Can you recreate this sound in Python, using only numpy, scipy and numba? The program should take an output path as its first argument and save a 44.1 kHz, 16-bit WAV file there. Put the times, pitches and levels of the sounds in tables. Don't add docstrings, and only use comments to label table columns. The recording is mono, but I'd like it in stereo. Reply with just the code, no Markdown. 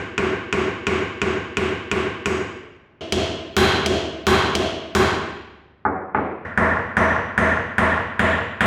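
import sys
import numpy as np
from scipy import signal
from scipy.fft import rfft, irfft, next_fast_len
from scipy.io import wavfile
from scipy.ndimage import uniform_filter1d, minimum_filter1d
from numba import njit

SR = 44100
rng = np.random.default_rng(int(sys.argv[2]) if len(sys.argv) > 2 else 0)


def transcribe(u):
    v = np.clip(np.atleast_2d(u).T, -1, 1)
    q = np.round(v * 32767).astype(np.int16)
    wavfile.write(sys.argv[1], SR, q)


N = 381906
SPAN = 2 ** 16
HZ = np.fft.rfftfreq(SPAN, 1 / SR)


def amp(db):
    return 10 ** (np.asarray(db) / 20)


def unit(spectrum):
    return spectrum / np.sqrt(np.mean(np.abs(spectrum) ** 2))


def along(points, hz):
    f, v = np.transpose(points)
    return np.interp(np.log(hz + 1), np.log(f + 1), v)


def causal(gain):
    cepstrum = irfft(np.log(gain + 1e-7))
    cepstrum[1:SPAN // 2] *= 2
    cepstrum[SPAN // 2 + 1:] = 0
    return np.exp(rfft(cepstrum))


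# pitch_hz, likeness (0-1)
LIKENESS = [(60, .9995), (290, 1), (640, 0.896), (1410, 0.75), (3100, 0.6), (6820, 0.067), (15000, 0.51)]

def spread(pair, hz):
    turn = np.arccos(np.clip(along(LIKENESS, hz), 0, 1)) / 2
    mid, side = pair[0] * np.cos(turn), pair[1] * np.sin(turn)
    return np.array([mid + side, mid - side])


# pitch_hz, level_db
RUMBLE = [(18, -27), (30, -3), (82, 0), (392, -9), (1790, -16.5), (8000, -59.5), (17600, -120)]

def room_rumble():
    hz = np.fft.rfftfreq(N, 1 / SR)
    spectra = rfft(rng.standard_normal((2, N))) * amp(along(RUMBLE, hz))
    noise = irfft(spread(spectra, hz), N)
    return amp(-57) * noise / np.std(noise)


# pitch_hz, fade_s
ECHO_FADE = [(60, 0.51), (160, 0.99), (420, 0.98), (1100, 0.92), (2900, 1.042), (7700, 0.62), (14000, 0.32)]
# delay_s, level_db
ECHO_RISE = [(0, -23.5), (.008, 1), (.03, -2.5), (.065, -0.5), (.12, 0.5), (.17, 0)]
# pitch_hz, width_hz, level_db
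ROOM_NOTES = [(71.5, 0.9, 1.5), (82.05, 2.9, 12), (99.5, 1.9, 7), (208.5, 7.6, 9), (264.4, 6.4, 0),
              (325.9, 8, 1.5), (376.3, 3.7, 2.5), (399.5, 6.9, 1.5)]

def echo(returns):
    def band(pitch, width):
        return 1j * HZ * width / (pitch ** 2 - HZ ** 2 + 1j * HZ * width)

    hz, t, noise = signal.stft(rng.standard_normal((2, SPAN)), SR, nperseg=256)
    fall = amp(-60 * t / along(ECHO_FADE, hz)[:, None])
    fall /= np.sqrt(np.sum(fall ** 2, axis=1, keepdims=True))
    sooner = 1 + 1 / (1 + (hz[:, None] / 600) ** 4)
    rise = amp(np.interp(t * sooner, *np.transpose(ECHO_RISE)))
    tail = signal.istft(noise * fall * rise, SR, nperseg=256)[1][:, :SPAN]
    wash = spread(rfft(tail / np.linalg.norm(tail[0])), HZ)
    bass_cut = 1j * HZ / (130 + 1j * HZ)
    boom = sum(amp(db) * band(pitch, width) for pitch, width, db in ROOM_NOTES)
    swells = sum(amp(db) * band(pitch, width) ** 2 * np.exp(-2j * np.pi * HZ * delay_s)
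                 for delay_s, pitch, width, db in returns)
    return wash * bass_cut + boom + swells


def crack(tone, level_db, fade_s, click_db):
    t = np.arange(SR // 20) / SR
    rattle = rng.standard_normal((2, len(t))) * amp(-60 * t / fade_s)
    rattle[0, 0] = amp(click_db)
    rattle[0, round(.0034 * SR)] = amp(click_db - 6)
    sound = unit(spread(rfft(rattle, SPAN), HZ / 3)) * causal(unit(amp(along(tone, HZ))))
    lean_right_db = np.array([[-1.5], [1.5]]) * np.minimum(1, HZ / 3000)
    return sound * amp(level_db + lean_right_db)


# pitch_hz, width_hz, level_db
HAMMER_NOTES = [(4900, 130, -4), (5650, 38, -1), (6080, 32, -5), (6520, 100, -4), (7000, 44, 1),
                (7800, 65, -6)]
# pitch_hz, share (0-1)
ECHO_CHANGE = [(1500, 0.01), (6000, 0.07)]

def strike(hits, touch, notes, body, crack_tone, room, spare, body_db, crack_db, rattle_s, ping=None):
    thump_db, click_db, direct_db, hammer_db = touch
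    notes = notes + [(hz, width, db + hammer_db) for hz, width, db in HAMMER_NOTES]
    peaks = np.array([amp(2 * db) / (1 + (2 * (HZ - hz) / width) ** 2)
                      * np.minimum(1, (2 * hz / (HZ + 1)) ** 4) for hz, width, db in notes])
    is_steel = np.array([hz > 4500 for hz, width, db in notes])
    broad = amp(2 * (along(body, HZ) + body_db))
    scale = np.sqrt(np.mean(broad + peaks.sum(axis=0)))
    ring = causal(np.sqrt(amp(2 * 14 * is_steel) @ peaks) / scale)
    direct = crack(crack_tone, crack_db, rattle_s, click_db) + amp(direct_db) * ring
    share = along(ECHO_CHANGE, HZ)
    octave = np.log2(HZ + 1)
    treble_octaves = np.clip(octave - np.log2(4000), 0, 2)
    clang_band = np.exp(-((octave - np.log2(3300)) / 0.53) ** 2)
    bass_db = thump_db / (1 + (HZ / 500) ** 2)
    fade = np.clip(np.linspace(8, -1, SPAN), 0, 1)
    out = np.zeros((2, N + SR + SPAN))
    scatter_db = 1.2 * rng.standard_normal((len(hits), len(notes)))
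    angles = np.pi * rng.uniform(-1, 1, len(hits))
    for k, (start_s, level_db, treble_db, steel_db, clang_db) in enumerate(hits):
        contact = causal(amp(treble_db * treble_octaves + bass_db + clang_db * clang_band))
        fresh = np.cos(angles[k]) * spare[0] + np.sin(angles[k]) * spare[1]
        answer = np.sqrt(1 - share) * room + np.sqrt(share) * fresh
        ringing = amp(2 * (scatter_db[k] + steel_db * is_steel)) @ peaks
        if ping:
            hz, width, ping_db, ratio = ping
            ringing += amp(2 * (ping_db + steel_db)) / (1 + (2 * (HZ - hz * ratio ** k) / width) ** 2)
        echoed = causal(np.sqrt(broad + ringing) / scale) * answer
        at = round((start_s + 1) * SR)
        out[:, at:at + SPAN] += amp(level_db + 30.5) * irfft(contact * (echoed + direct)) * fade
    return out[:, SR:SR + N]


# start_s, level_db, treble_db_per_octave, steel_db, clang_db
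KNOCK_HITS = [(5.8516, -16.5, -2, 0, -22), (5.8622, -20.5, -0.5, 0, -12), (6.1473, -16, 5, 0, 8),
              (6.1855, -23.5, 7.5, 0, -4.5)]
# thump_db, click_db, direct_ring_db, hammer_db
KNOCK_TOUCH = (-2.7, 25, -32, -87)
# pitch_hz, width_hz, level_db
KNOCK_NOTES = [(342, 300, 3.5), (753, 30, 2), (1083, 29, -1), (1430, 37, -7)]
# pitch_hz, level_db
KNOCK_BODY = [(18, -66), (30, -46.5), (74, -10), (138, -13), (1130, -3), (2310, -16), (3550, -53),
              (9000, -89.5), (11700, -120)]
KNOCK_CRACK = [(400, -22), (850, 5), (1050, -4.5), (1350, 1.5), (2300, -17.5), (3600, -57), (9000, -102)]

def bench_knocks(room, spare):
    return strike(KNOCK_HITS, KNOCK_TOUCH, KNOCK_NOTES, KNOCK_BODY, KNOCK_CRACK, room, spare,
                  body_db=-2, crack_db=-3, rattle_s=0.2)


# start_s, level_db, treble_db_per_octave, steel_db, clang_db
TAP_HITS = [(2.75, -10.5, 5.4, -8, 0), (3.1232, -9, 1.3, 7.5, 0), (3.8609, -10.5, 2, 8, 0),
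            (4.552, -11.5, 2.3, -10, 0)]
# thump_db, click_db, direct_ring_db, hammer_db
TAP_TOUCH = (0, 6, -13.5, -32)
# pitch_hz, width_hz, level_db
TAP_NOTES = [(351, 81, 0.5), (658, 37, 0.5), (1030, 26, -12.5), (3000, 420, -14.5), (3280, 51, -11.5),
             (4240, 39, -16)]
# pitch_hz, level_db
TAP_BODY = [(18, -45), (30, -3), (72, -3.5), (358, -10), (640, -19), (902, -18.5), (3290, -22),
            (6190, -26.5), (15200, -59), (16400, -74.5)]
TAP_CRACK = [(180, -14), (300, -0.5), (1510, -5), (2930, -0.5), (5080, -3), (16000, -34.5)]

def punch_taps(room, spare):
    return strike(TAP_HITS, TAP_TOUCH, TAP_NOTES, TAP_BODY, TAP_CRACK, room, spare,
                  body_db=-1.3, crack_db=-6, rattle_s=0.03)


# start_s, level_db, treble_db_per_octave, steel_db, clang_db
PUNCH_HITS = [(3.5666, -2, 2.8, -1.6, 2.5), (4.2679, -3.5, 1.9, 0, 2), (4.9506, -5.5, 0.96, 1.1, -1)]
# thump_db, click_db, direct_ring_db, hammer_db
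PUNCH_TOUCH = (1.6, 10, -17, -22.5)
# pitch_hz, width_hz, level_db
PUNCH_NOTES = [(374, 50, 1.5), (634, 19, -8.5), (790, 52, -5.5), (1068, 170, -6.5), (1516, 140, -9.5),
               (3217, 100, -14.5), (4060, 140, -15.5)]
# pitch_hz, level_db
PUNCH_BODY = [(18, -43.5), (30, -5), (70, -4), (241, -6), (368, -24), (607, -34), (1570, -11), (4170, -23),
              (15200, -46), (16400, -84.5)]
PUNCH_CRACK = [(180, -43), (300, -11), (749, -19), (1460, 4), (1900, 4), (5800, -11), (16000, -31.5)]

def punch_blows(room, spare):
    return strike(PUNCH_HITS, PUNCH_TOUCH, PUNCH_NOTES, PUNCH_BODY, PUNCH_CRACK, room, spare,
                  body_db=-0.75, crack_db=-8, rattle_s=0.019)


# start_s, level_db, treble_db_per_octave, steel_db, clang_db
PIN_HITS = [(-.167, -11, 2, -3, -5.5), (.1796, -9.5, -1, -2, -5.5), (.5268, -9, -0.2, 0.5, -5),
            (.8686, -9.5, 0.5, 1.5, -3.5), (1.2167, -10, -1, 2, -4.5), (1.5701, -10, 2.5, -4, -2.5),
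            (1.9145, -10, 2.5, -9, -3), (2.2581, -11, 3.5, 4.5, -5.5)]
# thump_db, click_db, direct_ring_db, hammer_db
PIN_TOUCH = (-3, 15, -12.5, -33.5)
# pitch_hz, width_hz, level_db
PIN_NOTES = [(359, 17, -8), (642, 6.5, -11.5), (1097, 76, -13), (1567, 127, -16), (2240, 180, -19)]
# pitch_hz, level_db
PIN_BODY = [(18, -62), (30, -22), (80, -10), (314, -10.5), (378, -3), (532, -18.5), (1110, -23),
            (2880, -20), (4630, -39.5), (7900, -45), (10500, -61), (14800, -71), (16400, -84.5)]
PIN_CRACK = [(120, 0), (821, -11.5), (1400, 6), (1800, -5), (2400, 7), (4490, -17), (7040, -18.5),
             (16000, -59.5)]

def first_pin(room, spare):
    return strike(PIN_HITS, PIN_TOUCH, PIN_NOTES, PIN_BODY, PIN_CRACK, room, spare,
                  body_db=0, crack_db=-4.5, rattle_s=0.03)


# start_s, level_db, treble_db_per_octave, steel_db, clang_db
SECOND_HITS = [(6.18, -7.5, 2.9, -10, -5), (6.5757, -5.5, 0.85, -14.5, -5), (6.9687, -5, 2.9, 1, -0.5),
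               (7.3782, -5, 4.4, -3, 0), (7.7823, -6, 5.9, -14.5, 3), (8.194, -7, 5.1, -1, 8),
               (8.6072, -4.5, 6.1, 0, 10)]
# thump_db, click_db, direct_ring_db, hammer_db
SECOND_TOUCH = (2.2, 12, -15, -50.5)
# pitch_hz, width_hz, level_db
SECOND_NOTES = [(477, 43, -3), (653, 41, -0.5), (1055, 233, -4), (1402, 33, -1.5), (1830, 11, -3)]
# pitch_hz, level_db
SECOND_BODY = [(18, -47), (30, -2), (82, -0.5), (190, 1), (479, -15), (561, -49), (1790, 1.5), (2300, -14),
               (3500, -26.5), (4300, -36), (9500, -42.5), (16400, -98)]
SECOND_CRACK = [(88, -34), (150, -33.5), (790, -5.5), (1480, 9), (4580, -29), (6260, -27), (16000, -47.5)]
# first_pitch_hz, width_hz, level_db, pitch_ratio_per_blow
PING = (5200, 300, -33, 1.065)

def second_pin(room, spare):
    return strike(SECOND_HITS, SECOND_TOUCH, SECOND_NOTES, SECOND_BODY, SECOND_CRACK, room, spare,
                  body_db=-4, crack_db=-7.5, rattle_s=0.035, ping=PING)


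# delay_s, pitch_hz, width_hz, level_db
WALL_SWELLS = [(.04, 372, 32, 1.5), (.134, 1790, 55, 0)]
PART_STARTS = [0, 3.008, 6.448]

def scene():
    pin_room, punch_room = echo(WALL_SWELLS[:1]), echo(WALL_SWELLS[:1])
    bench_room, second_room = echo([]), echo(WALL_SWELLS)
    spare = echo([]), echo([])
    parts = [first_pin(pin_room, spare),
             punch_blows(punch_room, spare) + punch_taps(punch_room, spare)
             + bench_knocks(bench_room, spare),
             second_pin(second_room, spare)]
    t = np.arange(N) / SR
    opened = [np.clip((t - start_s) / fade_s, 0, 1)
              for start_s, fade_s in zip(PART_STARTS, (.001, .001, .004))] + [0]
    work = sum(part * opened[k] * (opened[k + 1] == 0) for k, part in enumerate(parts))
    return work + room_rumble()


@njit
def recover(gain_db, keep):
    out = gain_db.copy()
    for n in range(1, len(out)):
        out[n] = min(out[n], out[n - 1] * keep)
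    return out


def record(dry):
    ahead = round(.002 * SR)
    threshold_db, release_s, top_hz = -6, 0.059, 16600
    level_db = 20 * np.log10(np.abs(dry).max(axis=0) + 1e-9)
    need_db = -.8 * np.maximum(level_db - threshold_db, 0)
    need_db = minimum_filter1d(need_db, size=2 * ahead + 1)
    gain_db = uniform_filter1d(recover(need_db, np.exp(-1 / (release_s * SR))), size=ahead)
    cut = signal.sosfilt(signal.butter(2, 36, "high", fs=SR, output="sos"), dry * amp(gain_db))
    size = next_fast_len(N + 4096)
    return irfft(rfft(cut, size) * (np.fft.rfftfreq(size, 1 / SR) < top_hz), size)[:, :N]


dry = scene()
out = record(dry)
transcribe(out)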